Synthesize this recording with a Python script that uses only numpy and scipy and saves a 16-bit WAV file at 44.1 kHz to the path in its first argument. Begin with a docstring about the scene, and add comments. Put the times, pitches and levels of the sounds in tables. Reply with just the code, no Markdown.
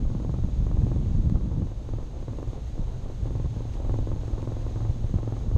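"""Deep, uneven buffeting of air on a microphone fixed to a hang glider high above open country.
Turbulence gives a noise rumble, patchy finer noise and single pressure pulses, one for each large eddy.
Airflow shakes the rig: its mount knocks about 21 times a second, in bouts, and rings the frame's damped modes.
The frame also hums as a wavering sine; the slipstream is a dull rush and a resonant hiss of coloured noise,
and the rigging adds a few faint ticks of decaying noise."""
import sys
import numpy as np
from scipy import signal
from scipy.fft import rfft, irfft, next_fast_len
from scipy.io import wavfile
from scipy.ndimage import uniform_filter1d

SR = 44100
rng = np.random.default_rng(int(sys.argv[2]) if len(sys.argv) > 2 else 0)


def file_out(sig):
    """Save sig as 16-bit WAV at sys.argv[1]."""
    # one column per channel
    cols = np.atleast_2d(sig).T
    # limit, then scale
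    lim = np.clip(cols, -1, 1)
    pcm = np.round(lim * 32767).astype(np.int16)
    wavfile.write(sys.argv[1], SR, pcm)


N = 245637
TIME = np.arange(N) / SR  # seconds

# Strength of the slipstream, before the layer gains: start_s [s], relative_level_db [dB]
AIRSPEED = [(0, -61.5), (1.15, -60.5), (1.4, -63), (2.5, -61), (4.75, -59), (5.5, -60.5)]
# Turbulence at the microphone, before the layer gains:
# start_s [s], large_eddies_db [dB], small_eddies_db [dB]
TURBULENCE = [(0, -28, -36.5), (0.149, -29, -37.5), (0.6, -24, -42.5), (0.819, -26.5, -35.5),
              (1.3, -24.5, -35.5), (1.621, -31.5, -34), (1.72, -34, -54), (2.15, -33.5, -47.5),
              (2.6, -33, -51), (3.12, -32, -50), (3.36, -28.5, -41.5), (3.7, -33, -53),
              (3.88, -26.5, -44.5), (4.25, -34.5, -46.5), (4.701, -30.5, -48), (5.15, -29.5, -43.5),
              (5.34, -39.5, -49.5), (5.5, -26.5, -42)]
# Single large eddies striking the microphone: centre_s [s], peak_pressure_db [dB], half_width_ms [ms]
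EDDY_STRIKES = [(0.069, -15.5, 5.7), (0.153, -18, 1.9), (0.296, -18.5, 2.2), (0.447, -19, 1.66),
                (0.605, -21, 2.16), (0.713, -19.5, 1.44), (0.791, -14, 3.6), (0.806, -17.5, 1.9),
                (0.837, -11.5, 2.1), (0.846, -14.5, 1.9), (1.118, -19.5, 1.95), (1.15, -14, 1.87),
                (1.224, -28, 1.5), (1.248, -19, 2.15), (1.273, -13.5, 3), (1.324, -15.5, 1.33),
                (1.353, -13, 3.6), (1.444, -20.5, 2.1), (1.628, -20, 3.1), (2.796, -19, 1.87),
                (3.229, -18.5, 4.8), (3.385, -19, 2.9), (3.45, -13.5, 2.7), (3.571, -23, 1.5),
                (4.134, -19.5, 3.3), (4.333, -20.5, 4.6), (4.899, -13.5, 2.45), (5.043, -22.5, 2.4),
                (5.142, -14, 1.66), (5.1615, -11.5, 3.24), (5.556, -7.5, 2.9)]
# Knocks of the mount, before the layer gains: start_s [s], relative_strength_db [dB]
KNOCKS = [(0.0521, -41.5), (0.101, -38.5), (0.149, -36.5), (0.2002, -39), (0.248, -36.5), (0.294, -37),
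          (0.3405, -35.5), (0.3873, -40), (0.4377, -43.5), (0.4866, -41.5), (0.623, -46), (0.667, -37.5),
          (0.7134, -37), (0.771, -38.5), (0.819, -37.5), (0.867, -35.5), (0.916, -34.5), (0.962, -36),
          (1.0138, -42), (1.0592, -44), (1.101, -47.5), (1.153, -49.5), (1.298, -39), (1.356, -35),
          (1.41, -41.5), (1.459, -45.5), (1.5152, -39.5), (1.5637, -41.5), (1.6201, -39), (1.67, -43.5),
          (1.7174, -43), (1.8894, -39), (1.9357, -37), (1.9848, -38), (2.0282, -42), (2.1671, -44),
          (2.227, -41), (2.2815, -37), (2.3328, -41.5), (2.386, -37.5), (2.428, -36), (2.4744, -43),
          (2.532, -40.5), (2.5769, -44), (2.779, -40.5), (3.0583, -43), (3.0996, -39), (3.21, -51.5),
          (3.2565, -37.5), (3.3072, -38), (3.353, -36), (3.3988, -35.5), (3.4449, -37), (3.563, -39),
          (3.606, -39.5), (3.653, -43.5), (3.754, -43), (3.8012, -38.5), (3.848, -36.5), (3.895, -33.5),
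          (3.941, -32.5), (3.988, -33.5), (4.0283, -44), (4.072, -34.5), (4.116, -34.5), (4.1619, -39),
          (4.234, -40), (4.28, -39), (4.3332, -37.5), (4.38, -35), (4.427, -37), (4.474, -34.5),
          (4.52, -37.5), (4.5676, -37.5), (4.614, -45.5), (4.6652, -38), (4.71, -39.5), (4.7584, -33.5),
          (4.8042, -34), (4.8499, -34), (4.8954, -39.5), (5.0427, -40), (5.0948, -42.5), (5.1408, -35.5),
          (5.1856, -35.5), (5.2306, -36.5), (5.2761, -33.5), (5.3233, -34.5), (5.3661, -35), (5.4087, -45),
          (5.5142, -36), (5.5633, -35)]
# Dry ticks of the rigging, before colouring: start_s [s], level_db [dB], decay_ms [ms]
TICKS = [(1.298, -37.5, 0.38), (3.736, -50, 11), (4.42, -44.5, 1.5)]

# Heavily damped modes of mount and housing: pitch_hz [Hz], bandwidth_hz [Hz], gain_db [dB]
FRAME_MODES = [(306, 55.3, 10), (437, 66, -7), (516, 43, -9), (600, 22, -13.5), (733, 34, -4.5),
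               (843, 90, -2), (1048, 40, -4), (1224, 69, -9.5)]
# Slow swings of the frame, before wavering: pitch_hz [Hz], bandwidth_hz [Hz], gain_db [dB]
SWAY_MODES = [(42.3, 7, 14), (109.6, 6.35, 25), (126.3, 4, 13), (149, 14, 3), (253.5, 9.5, 15.5)]

# Relative spectrum of the slipstream's dull rush: frequency_hz [Hz], density_db [dB per Hz]
RUSH_SPECTRUM = [(100, -22.5), (250, 2), (520, -1.5), (800, -7), (1150, -14.5), (1500, -22.5),
                 (2500, -39.5)]
# Relative spectrum of the hiss before its resonance: frequency_hz [Hz], density_db [dB per Hz]
HISS_SPECTRUM = [(500, 0), (1400, 2), (2500, 1), (3200, 1.5), (3850, 3.5), (5000, -4), (6000, -4.5),
                 (7200, -6.5), (8800, -11), (10200, -21), (11700, -17.5), (13300, -20.5), (14500, -34.5)]
# Relative spectrum of the rigging ticks: frequency_hz [Hz], density_db [dB per Hz]
TICK_SPECTRUM = [(500, 5), (2500, -2), (5500, -7), (9000, -14.5), (13000, -30)]
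# Relative spectrum of the loose joint's force: frequency_hz [Hz], density_db [dB per Hz]
CHATTER_SPECTRUM = [(100, -24), (300, -7.5), (600, 7), (950, 2), (1400, -7.5), (2200, -35.5)]
# Relative spectrum of the dry crack of a knock: frequency_hz [Hz], density_db [dB per Hz]
CRACK_SPECTRUM = [(700, -15), (1350, -1.5), (2000, 0.5), (2400, -11.5), (4000, -28)]
# Relative spectrum of the large eddies: frequency_hz [Hz], density_db [dB per Hz]
RUMBLE_SPECTRUM = [(8, -14.5), (20, 2), (42, -3), (62, -4.5), (85, -9), (130, -12.5), (200, -46.5)]
# Relative spectrum of the small eddies: frequency_hz [Hz], density_db [dB per Hz]
EDDY_SPECTRUM = [(40, -17.5), (85, -1.5), (130, 0), (185, -3.5), (260, -14.5), (360, -22.5), (600, -40)]
# Relative spectrum of the finest eddies: frequency_hz [Hz], density_db [dB per Hz]
FINE_EDDY_SPECTRUM = [(120, -28.5), (210, 1), (290, -1), (380, -12), (600, -31.5)]


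def undb(db):
    """Level is logarithmic: 20 dB is a factor of ten in amplitude."""
    return 10 ** (np.asarray(db) / 20)


def unit(x):
    """Normalise to a root-mean-square amplitude of 1."""
    return x / np.sqrt(np.mean(x ** 2))


def curves(table):
    """Linear interpolation turns each table column after the first into a value per sample."""
    start_s, *columns = np.transpose(table)
    return [np.interp(TIME, start_s, column) for column in columns]


def colour(x, spectrum):
    """Spectral shaping: filter x, with a steep fall above the last point; white noise keeps its level."""
    hz, db = np.transpose(spectrum)
    f = np.maximum(np.fft.rfftfreq(N, 1 / SR), 1)
    gain = undb(np.interp(np.log(f), np.log(hz), db))
    gain = gain * np.minimum(hz[-1] / f, 1) ** 2
    return irfft(rfft(x) * unit(gain), N)


def noise(spectrum):
    """Random pressure: white noise filtered to a given colour, with rms 1."""
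    return unit(colour(rng.standard_normal(N), spectrum))


def ring(x, modes):
    """Modal superposition: a force drives damped resonators, whose velocities add."""
    size = next_fast_len(N + SR)  # room for the decay
    f = np.maximum(np.fft.rfftfreq(size, 1 / SR), 1)
    response = 0
    for hz, width_hz, db in modes:
        detuning = (f * f - hz * hz) / (f * width_hz)
        response = response + undb(db) / (1 + 1j * detuning)
    return irfft(rfft(x, size) * response, size)[:N]


def walk(rate):
    """Random modulation: smoothed chance of rms 1, changing about rate times a second."""
    k = max(int(SR / rate), 2)
    held = rng.standard_normal(N)[np.arange(N) // k]
    return unit(uniform_filter1d(uniform_filter1d(held, k), k))


def add(track, start_s, sound):
    """Linear superposition: mix a short sound into a track."""
    i = int(np.clip(start_s * SR, 0, N - 1))
    track[i:i + len(sound)] += sound[:N - i]


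def push(t, length_s, roundness=1.67):
    """Elastic contact: the force rises and falls as a half sine raised to a power."""
    return np.abs(np.sin(np.pi * np.clip(t / length_s, 0, 1))) ** roundness


def slipstream(rush_db=-49.0, hiss_db=1.0, rush_flicker_db=1.62, hiss_flicker_db=0.5):
    """Flow noise: air over sail and wires gives a dull rush, and a hiss that rings the microphone opening."""
    speed_db, = curves(AIRSPEED)
    rush_level_db = rush_db + speed_db - speed_db.mean() + rush_flicker_db * walk(31)
    rush = noise(RUSH_SPECTRUM) * undb(rush_level_db)
    hiss = noise(HISS_SPECTRUM)
    opening = [(6476, 290, 7)]  # air resonance: Hz, bandwidth in Hz, gain in dB
    hiss = unit(hiss + ring(hiss, opening))
    return rush + hiss * undb(speed_db + hiss_db + hiss_flicker_db * walk(40))


def rigging():
    """Impulsive noise: each tick is a burst of coloured noise that dies away exponentially."""
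    envelope = np.zeros(N)
    t_ms = np.arange(SR // 10) * 1000 / SR
    for start_s, level_db, decay_ms in TICKS:
        add(envelope, start_s, undb(level_db) * np.exp(-t_ms / decay_ms))
    return colour(envelope * rng.standard_normal(N), TICK_SPECTRUM)


def frame_hum(hum_db=-46.5, wander=0.0395, waver_db=3.0):
    """Flow-induced vibration: airflow sustains the strongest frame swing as a sine of wandering pitch."""
    hz = max(SWAY_MODES, key=lambda mode: mode[2])[0]
    speed_db, = curves(AIRSPEED)
    phase = 2 * np.pi * np.cumsum(hz * (1 + wander * walk(14))) / SR
    level_db = hum_db + speed_db - speed_db.mean() + waver_db * walk(8)
    return unit(np.sin(phase)) * undb(level_db)


def mount(
    knock_db=12.5, contact_s=0.0013, crack_db=-1.5, crack_s=0.00044,
    hardening=0.01, gust_hardening=0.0063,  # log shortening of contact per dB
    rebound_s=0.00207, rebound_contact_s=0.0007, rebound_db=-6.0,
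    swing_s=0.01435, swing_contact_s=0.0021, swing_db=-12,
    chatter_db=-24, chatter_s=0.014, chatter_width_s=0.0061,
    scrape_db=-37, scrape_s=0.055, waver_s=0.00026, waver_db=1.0,
):
    """Impact excitation: a push, crack, rebound and chattering back swing; contact forces ring the modes."""
    force, back, loose, crack = np.zeros((4, N))
    t = np.arange(SR // 10) / SR
    usual_db = np.mean([db for _, db in KNOCKS])
    gust_s, _, gust_db = np.transpose(TURBULENCE)
    gust_db = gust_db - gust_db.mean()
    for (start_s, db), chance in zip(KNOCKS, rng.standard_normal((len(KNOCKS), 4))):
        # strong knocks, and those in rough air, tend to have shorter, brighter contacts
        hardness = hardening * (db - usual_db) + gust_hardening * np.interp(start_s, gust_s, gust_db)
        stretch = np.exp(0.04 * chance[0] - hardness)
        rebound_t = t - rebound_s * (1 + 0.05 * chance[2])
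        rebound = undb(rebound_db + 0.6 * chance[1]) * push(rebound_t, rebound_contact_s * stretch)
        add(force, start_s, -undb(db) * (push(t, contact_s * stretch) + rebound))
        add(crack, start_s + crack_s, [undb(db + crack_db) / stretch])
        # the loose joint bumps and chatters on the back swing, and scrapes as it settles
        late = 1 + 0.05 * chance[3]
        add(back, start_s, -undb(db + swing_db) * push(t - swing_s * late, swing_contact_s))
        chatter = undb(chatter_db) * np.exp(-((t - chatter_s * late) / chatter_width_s) ** 2)
        scrape = undb(scrape_db) * np.exp(-t / scrape_s)
        add(loose, start_s, undb(db) * (chatter + scrape))
    # the swings waver in timing and level as the load changes
    sway = np.interp(TIME + waver_s * walk(9), TIME, ring(force, SWAY_MODES))
    sway = sway * undb(waver_db * walk(15))
    frame = ring(force + back + loose * noise(CHATTER_SPECTRUM), FRAME_MODES)
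    return undb(knock_db) * (sway + frame) + colour(crack, CRACK_SPECTRUM)


def buffeting(rumble_db=1.5, eddies_db=5, patchy_db=2.0, fine_db=-11, fine_patchy_db=5,
              wake_db=-25, wake_s=0.011):
    """Turbulent pressure: large eddies rumble; small ones come in patches and round each single strike."""
    large_db, small_db = curves(TURBULENCE)
    large = noise(RUMBLE_SPECTRUM) * undb(large_db + rumble_db)
    small, wake = undb(small_db + eddies_db), np.zeros(N)
    t = np.arange(-SR // 20, SR // 20) / SR
    for centre_s, db, half_width_ms in EDDY_STRIKES:
        u = (t * 1000 / half_width_ms) ** 2
        # suction in the core, with a swing of pressure before and after it
        add(large, centre_s + t[0], -undb(db) * (1 - u) * np.exp(-u / 2))
        add(wake, centre_s + t[0], undb(db + wake_db) * np.exp(-(t / wake_s) ** 2))
    patch = 2 * np.tanh(walk(70) / 2)  # bounded to +-2
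    patchy = unit(noise(EDDY_SPECTRUM) * undb(patchy_db * patch))
    # the finest eddies are concentrated more sharply in the strong patches
    fine = undb(fine_db) * unit(noise(FINE_EDDY_SPECTRUM) * undb(fine_patchy_db * patch))
    return large + patchy * (small + wake) + fine * small


def scene():
    """Free field: all sources add at one microphone, and open air returns no echo."""
    return (slipstream() + rigging() + frame_hum() + mount() + buffeting())[None]


def record(dry):
    """Band limiting: the camera weakens the deepest pressure swings and cuts the top; the start fades in."""
    x = signal.sosfilt(signal.butter(2, 14, "highpass", fs=SR, output="sos"), dry)
    x = x * np.minimum(TIME / 0.004, 1)  # 4 ms fade-in
    top_hz = 13900
    return signal.sosfilt(signal.ellip(8, 0.2, 70, top_hz, fs=SR, output="sos"), x)


dry = scene()
out = record(dry)
file_out(out)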